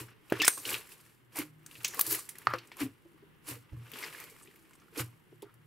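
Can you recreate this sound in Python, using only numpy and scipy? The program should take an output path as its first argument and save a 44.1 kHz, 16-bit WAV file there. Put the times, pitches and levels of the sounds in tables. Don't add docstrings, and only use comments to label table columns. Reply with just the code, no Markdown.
import sys
import numpy as np
from scipy import signal
from scipy.fft import rfft, irfft, next_fast_len
from scipy.io import wavfile
from scipy.ndimage import uniform_filter1d

SR = 44100
rng = np.random.default_rng(int(sys.argv[2]) if len(sys.argv) > 2 else 0)


def int16_out(signal):
    q = np.round(np.clip(np.atleast_2d(signal).T, -1, 1) * 32767)
    wavfile.write(sys.argv[1], SR, q.astype(np.int16))


N = 249606


def undb(db):
    return 10 ** (np.asarray(db) / 20)


def unit(x):
    return x / np.sqrt(np.mean(x ** 2))


def fade(t, t60):
    return np.exp(-np.log(1000) * t / max(t60, .004))


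def sine(hz, t):
    return np.sin(2 * np.pi * hz * t)


def band(x, hz, width):
    return signal.lfilter(*signal.iirpeak(min(hz, .4 * SR), hz / width, SR), x)


def steep_band(x, hz, width):
    return band(band(x, hz, width), hz, width)


def colour(x, points):
    hz, db = np.transpose(points)
    size = next_fast_len(x.shape[-1])
    log_hz = np.log(np.arange(size // 2 + 1) * SR / size + 1)
    gain = undb(np.interp(log_hz, np.log(hz), db))
    return irfft(rfft(x, size) * gain, size)[..., :x.shape[-1]]


def walk(rate):
    k = int(SR / rate)
    steps = np.repeat(rng.standard_normal(N // k + 1), k)
    return unit(uniform_filter1d(uniform_filter1d(steps, k), k)[:N])


def pan_gain(pan_db):
    return undb(np.array([[pan_db], [-pan_db]]) / 2)


def stereo(mid, side, width):
    return mid + width * side * np.array([[1], [-1]])


def add(out, s, x, pan_db=0):
    i = max(int(s * SR), 0)
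    out[:, i:i + len(x)] += x[:N - i] * pan_gain(pan_db)


def curve(rows):
    s, *columns = np.transpose(rows)
    return [np.interp(np.arange(N) / SR, s, c) for c in columns]


# (time [s], cavity level [dB], cavity pitch [Hz],
# snap level before a factor 0.3 [dB], snap centre [Hz], left minus right [dB])
POCKET_BURSTS = [(.299, -36.5, 2650, -39, 14700, 1.5), (0.323, -14, 1664, -31, 10700, 0.5),
                 (0.4, -19, 2670, -47, 4570, 4), (0.418, -10, 2220, -18.5, 5040, -3),
                 (.421, -16, 2430, -17.5, 5350, 6), (.4465, -14, 2230, -14.5, 5430, 3.5),
                 (0.448, -23, 1410, -12.5, 8590, 1.5), (.466, -19, 2310, -20.5, 8400, -5.5),
                 (.4793, -8.5, 1530, -1.5, 8800, -0.5), (0.4809, -9, 2060, -5, 9290, 3.5),
                 (0.575, -31.5, 1080, -28.5, 8700, -3.5), (.653, -22.5, 2940, -31, 5100, -2),
                 (.691, -23, 2420, -24, 8150, 1), (.728, -24, 2800, -22.5, 13200, 1),
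                 (.743, -13, 2650, -43, 13700, 0.5), (.89, -48, 2020, -42, 10300, -2),
                 (.919, -41.5, 2670, -38, 9740, -3), (1.357, -39.5, 800, -28, 9900, -2),
                 (1.366, -34.5, 824, -26.5, 10400, -2), (1.385, -33, 2240, -23.5, 11600, -1),
                 (1.662, -44.5, 1579, -31, 8400, 2.5), (1.712, -40.5, 2700, -44, 10000, 3.5),
                 (1.754, -36, 2600, -53, 9940, 2), (1.805, -41.5, 2600, -56, 9460, -4),
                 (1.832, -62, 2570, -36, 13700, -1), (1.844, -27, 2530, -15, 6040, 1),
                 (1.8473, -16, 2640, -24, 6840, -2.5), (1.877, -35, 4160, -28, 12000, 4),
                 (1.883, -43, 3930, -30, 6900, -7), (1.937, -32.5, 1820, -47, 5620, 0),
                 (1.942, -33.5, 1140, -29.5, 12600, 4), (1.977, -35, 1070, -45, 14300, -5),
                 (1.992, -17, 1090, -9, 14500, 3), (2.008, -19.5, 4170, -7.5, 12500, 3.5),
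                 (2.064, -44, 1050, -22.5, 10100, 2), (2.109, -43, 2890, -20, 13500, 2),
                 (2.117, -29.5, 4400, -15, 12000, -2), (2.124, -33, 4340, -16, 12000, 8),
                 (2.146, -27, 2010, -21.5, 11400, 1), (2.189, -37, 1140, -26.5, 8600, -1),
                 (2.222, -60, 1380, -54, 11100, -6), (2.24, -61, 1400, -53, 11500, 0),
                 (2.252, -61, 1400, -52, 11000, 0), (2.289, -38, 2060, -26, 9800, -3.5),
                 (2.354, -40.5, 1950, -47.5, 7930, -1), (2.384, -49, 1950, -33, 11000, 0),
                 (2.418, -43, 1810, -48, 13100, -1), (2.4701, -4, 1240, -32, 4700, -3.5),
                 (2.5364, -12.5, 1274, -30, 4230, 4.5), (2.584, -35, 2630, -33.5, 4300, -1.5),
                 (2.672, -59, 1200, -45, 8700, 0), (2.717, -33.5, 2200, -45, 4330, 1),
                 (2.768, -44.5, 1060, -39, 11740, 1), (2.802, -44, 2040, -33, 8730, 1),
                 (3.486, -40, 1880, -29, 10200, -.5), (3.916, -39.5, 2520, -39, 13300, 9),
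                 (3.936, -30.5, 3180, -39, 12000, 3), (3.986, -34, 2700, -32.5, 12700, 7),
                 (4.027, -29, 2130, -33, 5200, 2), (4.037, -25, 2100, -31, 4900, 4),
                 (4.127, -38.5, 2170, -51, 5560, 8), (4.148, -32.5, 1740, -44, 4930, -4),
                 (4.2, -40, 2050, -32, 12800, 4), (4.239, -43, 2000, -32.5, 12600, 3),
                 (4.412, -48.5, 1190, -55, 8450, 0), (4.458, -48.5, 1870, -63.5, 9580, -1),
                 (4.474, -44, 2500, -58, 10360, 2.5), (4.511, -50.5, 1990, -65, 12200, 1),
                 (4.559, -51, 2270, -48, 13700, 1), (4.708, -52.5, 1020, -52.5, 8300, 2),
                 (4.733, -49, 2160, -50.5, 7640, -.5), (4.752, -54, 1067, -50, 8400, -2),
                 (4.798, -66.5, 1203, -54, 6250, 1), (4.819, -52.5, 1204, -63, 4830, -4),
                 (4.882, -53.5, 1370, -62.5, 14400, -4), (4.977, -50, 1034, -29, 6000, -.5),
                 (5.421, -43, 3380, -39.5, 10700, 1), (5.427, -45, 890, -72.5, 9930, -4),
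                 (5.539, -59, 1230, -53, 11300, .5)]
# (burst level [dB], snap rise [s], snap t60 [s],
# t60 of a 2 kHz cavity [s], cavity afterfizz [dB], snap afterfizz [dB])
BURST_LAWS = [(-46.5, 0.0013, 0.04, 0.012, -16, -21), (-32.5, 0.0035, 0.016, .010, -17.5, -17.5),
              (-20, 0.0042, 0.064, 0.012, -17.5, -18.5), (-14, 0.00036, 0.031, 0.0064, -22, -21.5),
              (-2, 0.00022, 0.024, 0.0077, -35.5, -28.5)]
# (multiple of the cavity pitch [1], level relative to the main tone [dB])
CAVITY_PARTIALS = [(.62, -14.5), (1.45, -8.5), (2.2, -21), (3.6, -23)]
CAVITY_PITCH_LAW = 0.89


def cavity(t, hz, t60_2khz, after_db, noise):
    ring = sine(hz, t)
    for multiple, db in CAVITY_PARTIALS:
        ring += undb(db) * sine(multiple * hz, t)
    onset = np.minimum(t * hz, 1)
    ring *= fade(t, t60_2khz * (2000 / hz) ** CAVITY_PITCH_LAW) * onset
    return ring + undb(after_db) * afterfizz(t) * unit(steep_band(noise, hz, 0.88 * hz))


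def snap(t, hz, rise, t60, after_db, noise, rough_noise):
    film = band(noise, hz, 0.15 * hz) + 0.27 * steep_band(noise, hz, 1.3 * hz)
    film = unit(film + 0.17 * band(noise, 12500, 6000))
    ragged = unit(undb(4.5 * unit(uniform_filter1d(rough_noise, size=12))))
    tick = 0.21 * np.exp(-np.abs(t - rise) / 0.00023)
    tear = np.minimum(t / rise, 1) ** 2 * (fade(np.maximum(t - rise, 0), t60) + tick)
    return film * (tear * ragged + undb(after_db) * afterfizz(t))


def afterfizz(t):
    return fade(t, 0.13) * np.minimum(t / .002, 1)


def pops():
    out, t = np.zeros((2, N)), np.arange(int(.15 * SR)) / SR
    strength_db, rise_law, *other_laws = np.transpose(BURST_LAWS)
    for s, cavity_db, cavity_hz, snap_db, snap_hz, pan_db in POCKET_BURSTS + faint_pops():
        strongest_db = max(cavity_db, snap_db)
        snap_t60, cavity_t60, cavity_after_db, snap_after_db = (
            np.interp(strongest_db, strength_db, law) for law in other_laws)
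        rise = np.interp(cavity_db, strength_db, rise_law)
        noise = rng.standard_normal((3, len(t)))
        ring = cavity(t, cavity_hz, cavity_t60, cavity_after_db, noise[0])
        film = snap(t, snap_hz, rise, snap_t60, snap_after_db, noise[1], noise[2])
        add(out, s, undb(cavity_db) * ring + 0.3 * undb(snap_db) * film, pan_db)
    return out


FAINT_PER_S, FAINT_DB, FAINT_SPREAD_DB = 12, 18, 4.5


def faint_pops():
    when, pitch, bright, size, tilt, side = rng.random((100, 6)).T
    s = np.cumsum(-np.log(1 - when)) / FAINT_PER_S
    coarse_db = np.interp(s, *np.transpose(STRETCHING)[:2])
    db = coarse_db + FAINT_DB - FAINT_SPREAD_DB * 2 * size
    cavity_hz, snap_hz = 1000 + 1700 * pitch, 5000 + 9000 * bright
    rows = np.transpose([s, db, cavity_hz, db - 12 * tilt, snap_hz, 8 * (side - .5)])
    return list(rows[s < N / SR])


# (time [s], pitch [Hz], level [dB], t60 [s])
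DULL_TONES = [(.3215, 339, -12, 0.018), (.3225, 628, -17, 0.018), (.4795, 400, -22, 0.019),
              (0.4804, 1040, -17, 0.0093), (.418, 1180, -25.5, 0.017), (.448, 1041, -28.5, 0.015),
              (2.4705, 890, -18.5, 0.012), (2.718, 990, -41.5, 0.015), (2.538, 636, -17.5, 0.0047),
              (3.057, 569, -57.5, 0.0506), (5.327, 400, -45.5, 0.027), (5.428, 425, -38.5, 0.039)]


def dull_tones():
    out, t = np.zeros((2, N)), np.arange(int(.15 * SR)) / SR
    for s, hz, db, t60 in DULL_TONES:
        add(out, s, undb(db) * sine(hz, t) * fade(t, t60))
    return out


def bursts():
    bass_cut = signal.butter(2, 170, "high", fs=SR, output="sos")
    return signal.sosfilt(bass_cut, pops() + dull_tones())


# (frequency [Hz], relative gain [dB])
COARSE_SPECTRUM = [(290, -32.5), (500, -4), (603, -13), (1010, 1.5), (1390, -0.5), (1520, -0.5), (2810, 0),
                   (4040, -12), (6000, -13.5), (7800, -48.5), (13200, -120)]
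# (frequency [Hz], relative gain [dB])
FINE_SPECTRUM = [(2350, -36.5), (4000, -4.5), (4390, -3.5), (4990, -5), (6400, -7), (7100, -2.5),
                 (12500, -0.5), (14100, -4.5), (16000, -12.5)]


def fizz(points, spread_db, hiss):
    sizes = undb(spread_db * np.minimum(rng.exponential(size=N), 3.5))
    clicks = (rng.random(N) < 500 / SR) * sizes
    tails = signal.lfilter([1], [1, -np.exp(-1 / (0.0048 * SR))], clicks)
    puffs = tails * rng.standard_normal(N)
    mid, side = rng.standard_normal((2, N))
    wet = unit(puffs) + hiss * stereo(mid, side, 0.64)
    return unit(colour(wet, points) * undb(1.2 * walk(40)))


# (time [s], coarse bubbles [dB], fine bubbles [dB])
STRETCHING = [(0, -54, -66), (.16, -70, -95), (.31, -67.5, -63.5), (.37, -46.5, -56.5), (.5, -55, -43),
              (.63, -58.5, -51), (.9, -63.5, -65.5), (1.1, -69.5, -67), (1.45, -92, -97),
              (1.72, -64.5, -62.5), (1.91, -54, -52), (2.08, -48, -41), (2.24, -67, -56.5),
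              (2.55, -56.5, -69), (2.9, -76, -76), (3.6, -74, -86.5), (3.95, -60, -58.5),
              (4.26, -63.5, -55.5), (4.5, -69.5, -70.5), (5.66, -79, -81.5)]
# (time [s], hold [s], coarse bubbles [dB],
# fine bubbles [dB], fade [dB/s], left minus right [dB])
TEARING_FREE = [(0, 0.0036, -46, -40.5, 409, 0.5), (0.67, 0.074, -42.5, -39.5, 248, 0),
                (0.913, 0.018, -63.5, -54, 397, -1), (1.372, 0.034, -44.5, -43.5, 380.5, -0.5),
                (2.105, 0.053, -46, -39, 221, 0), (2.81, 0.013, -41.5, -42.5, 421.5, -0.5),
                (3.489, 0.024, -47, -44.5, 293, -0.5), (3.956, .12, -49, -53, 200, 1),
                (4.139, 0.1, -56, -60.5, 124, -2.5), (4.989, 0.021, -41, -41, 549, -0.5)]
TEAR_RISE_DB_PER_S, TEAR_TAIL_DB, TEAR_TAIL_DB_PER_S = 512, -21.5, 128


def peel():
    coarse, fine = (np.tile(undb(db), (2, 1)) for db in curve(STRETCHING))
    t = np.arange(N) / SR
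    for s, hold, coarse_db, fine_db, fade_db, pan_db in TEARING_FREE:
        since = np.maximum(t - s - hold, 0)
        swell = undb(-TEAR_RISE_DB_PER_S * np.maximum(s - t, 0))
        decay = undb(-fade_db * since) + undb(TEAR_TAIL_DB - TEAR_TAIL_DB_PER_S * since)
        shape = swell * decay * pan_gain(pan_db)
        coarse = np.hypot(coarse, shape * undb(coarse_db))
        fine = np.hypot(fine, shape * undb(fine_db))
    squish = undb(-8) * coarse * unit(steep_band(rng.standard_normal(N), 380, 260))
    coarse = coarse * fizz(COARSE_SPECTRUM, spread_db=4.2, hiss=.7)
    fine = fine * fizz(FINE_SPECTRUM, spread_db=4.5, hiss=.8)
    return coarse + fine + squish


# (time [s], length [s], centre [Hz], width of each of two resonances [Hz],
# start level [dB], end level [dB])
FOLD_LEAKS = [(0.486, 0.13, 8700, 900, -37, -52.5), (.49, .13, 6200, 900, -49, -59),
              (.488, .12, 11500, 1500, -46, -58), (1.356, 0.026, 880, 300, -48, -57),
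              (1.35, .055, 2200, 500, -52, -47.5), (1.85, 0.1, 6440, 2300, -44, -55),
              (2.805, 0.032, 2070, 320, -54, -55), (2.06, 0.063, 11900, 2510, -47, -38),
              (2.49, 0.07, 1280, 600, -39, -39.5), (2.471, 0.074, 4600, 804, -65, -68),
              (2.595, 0.025, 4400, 700, -63, -68.5), (4.172, 0.21, 2200, 300, -56.5, -69.5),
              (4.42, 0.022, 8800, 4000, -60, -59), (4.818, 0.036, 1500, 890, -58.5, -85.5),
              (0.3, 0.083, 910, 1800, -52, -55), (5.439, 0.081, 1276, 905, -68, -65.5)]


def leaks():
    out = np.zeros((2, N))
    for s, length, hz, width, start_db, end_db in FOLD_LEAKS:
        jet = unit(steep_band(rng.standard_normal(SR // 2), hz, width))[-int(length * SR):]
        gurgle = undb(2 * unit(uniform_filter1d(rng.standard_normal(len(jet)), size=200)))
        level = undb(np.linspace(start_db, end_db, len(jet)))
        add(out, s, gurgle * jet * level * signal.windows.tukey(len(jet), .2))
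    return out


# (time [s], length [s], start pitch [Hz], end pitch [Hz], level [dB])
SLIT_SQUEAKS = [(.401, .016, 3100, 2400, -25), (.428, .019, 1700, 1900, -28), (.424, .023, 3400, 3600, -32),
                (.438, .024, 5200, 5300, -30)]


def squeaks():
    out = np.zeros((2, N))
    for s, length, start_hz, end_hz, db in SLIT_SQUEAKS:
        hz = np.linspace(start_hz, end_hz, int(length * SR))
        rough = 1 + .35 * unit(uniform_filter1d(rng.standard_normal(len(hz)), size=80))
        whistle = np.sin(2 * np.pi * np.cumsum(hz) / SR)
        add(out, s, undb(db) * np.sqrt(np.hanning(len(hz))) * rough * whistle)
    return out


# (time [s], low tone level [dB], low tone pitch [Hz],
# upper tone level [dB], upper tone pitch [Hz], table level [dB])
PALM_PUSHES = [(.004, -43.5, 315, -42, 367, -44), (0.324, -37, 323, -26, 392, -41),
               (.391, -30, 305, -25.5, 436, -72), (.57, -45.5, 294, -49, 388, -65),
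               (.663, -47, 269, -52, 403, -54), (.724, -54, 310, -38, 389, -50),
               (1.383, -28, 310.2, -40, 348, -55), (1.397, -29.5, 301.7, -47, 348, -59),
               (1.777, -56, 329, -65, 360, -53), (1.965, -46.5, 279, -40.5, 460, -63),
               (2.07, -38.5, 323, -46, 417, -48.5), (2.114, -34.5, 318, -29.5, 412, -50.5),
               (2.469, -46.5, 324, -40, 408, -40.5), (2.535, -38, 342, -29.5, 506, -51),
               (2.804, -23, 293, -30, 357, -54), (2.824, -24.5, 262.3, -43, 347.7, -41),
               (2.854, -37, 267.4, -40, 425, -55), (3.045, -48.5, 338, -51.5, 351, -68),
               (3.086, -52.5, 338.5, -55, 361, -74), (3.134, -56, 311.7, -54, 394, -76.5),
               (3.217, -55.5, 318, -44.5, 400, -66), (3.475, -38, 310, -66.5, 353, -64),
               (3.507, -43, 270, -44, 550, -43.5), (3.558, -51.5, 282, -47, 474, -59),
               (3.716, -35.5, 75, -46, 298, -52), (3.73, -48.5, 315, -65, 390, -39),
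               (3.765, -56, 262, -60, 470, -44), (3.799, -61, 235, -62, 424, -48.5),
               (3.928, -50, 251, -45, 444, -59), (4.311, -67, 231, -45.5, 440, -69),
               (4.472, -59, 312, -47.5, 397, -75), (4.918, -64, 315, -48, 444, -71.5),
               (4.966, -36.5, 301.5, -35.5, 464, -57), (4.995, -33.5, 309, -45, 487, -34),
               (5.317, -50, 338.6, -46, 361, -67.5), (5.421, -44.5, 324, -31.5, 409.4, -65)]
# (frequency [Hz], level relative to the table level [dB], t60 [s])
TABLE_MODES = [(99, -6.5, 0.29), (119.5, 4.5, 0.28), (159, -14.5, 0.33)]
PUSH_RISE_S, LOW_T60_S, UPPER_T60_S = 0.016, 0.14, .09
THUD_PAN_DB = 4


def thuds():
    out, t = np.zeros((2, N)), np.arange(int(.4 * SR)) / SR
    swell = np.sin(np.pi / 2 * np.minimum(t / PUSH_RISE_S, 1)) ** 2
    for s, low_db, low_hz, upper_db, upper_hz, table_db in PALM_PUSHES:
        wobbles = uniform_filter1d(rng.standard_normal((2, len(t))), size=400)
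        pan_db = THUD_PAN_DB * rng.standard_normal()
        tones = ((low_hz, low_db, LOW_T60_S), (upper_hz, upper_db, UPPER_T60_S))
        for (hz, db, t60), wobble in zip(tones, wobbles):
            level = undb(db + 3.3 * unit(wobble))
            add(out, s, level * swell * fade(t, t60) * sine(hz, t), pan_db)
        for hz, db, t60 in TABLE_MODES:
            add(out, s, undb(table_db + db) * swell * fade(t, t60) * sine(hz, t))
    return out


ROOM_T60_S, ROOM_DB = .13, -16


def room(x):
    t = np.arange(int(.35 * SR)) / SR
    mid, side = rng.standard_normal((2, len(t))) * fade(t, ROOM_T60_S) * (t > .003)
    tail = stereo(mid, side, .5) / np.sqrt(np.sum(mid ** 2))
    mono = x.mean(axis=0, keepdims=True)
    return undb(ROOM_DB) * signal.fftconvolve(mono, tail, axes=1)[:, :N]


# (frequency [Hz], relative gain [dB])
AIR_SPECTRUM = [(15, -43.5), (25, -17.5), (64, -15.5), (145, -9), (212, -12.5), (405, -15.5), (659, -28.5),
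                (840, -23.5), (1480, -23.5), (2220, -25), (2410, -33.5), (2840, -26), (5570, -49.5),
                (11300, -38), (16000, -40.5)]
# (centre [Hz], width of each of two resonances [Hz], level [dB])
HUM_BANDS = [(120, 11, -75.5), (153.45, 5.7, -72.5), (320, 120, -77)]
AIR_DB = -65


def air():
    mid, side = colour(rng.standard_normal((2, N)), AIR_SPECTRUM)
    sound = undb(AIR_DB + walk(4.5)) * unit(stereo(mid, side, 0.92))
    for hz, width, db in HUM_BANDS:
        hum = unit(steep_band(rng.standard_normal(N), hz, width))
        sound = sound + undb(db + 4.9 * walk(2.8)) * hum
    return sound


def scene():
    slime = bursts() + peel() + leaks() + squeaks()
    return slime + room(slime) + thuds() + air()


def record(dry):
    return signal.sosfilt(signal.ellip(10, .2, 70, 15700, fs=SR, output="sos"), dry)


dry = scene()
out = record(dry)
int16_out(out)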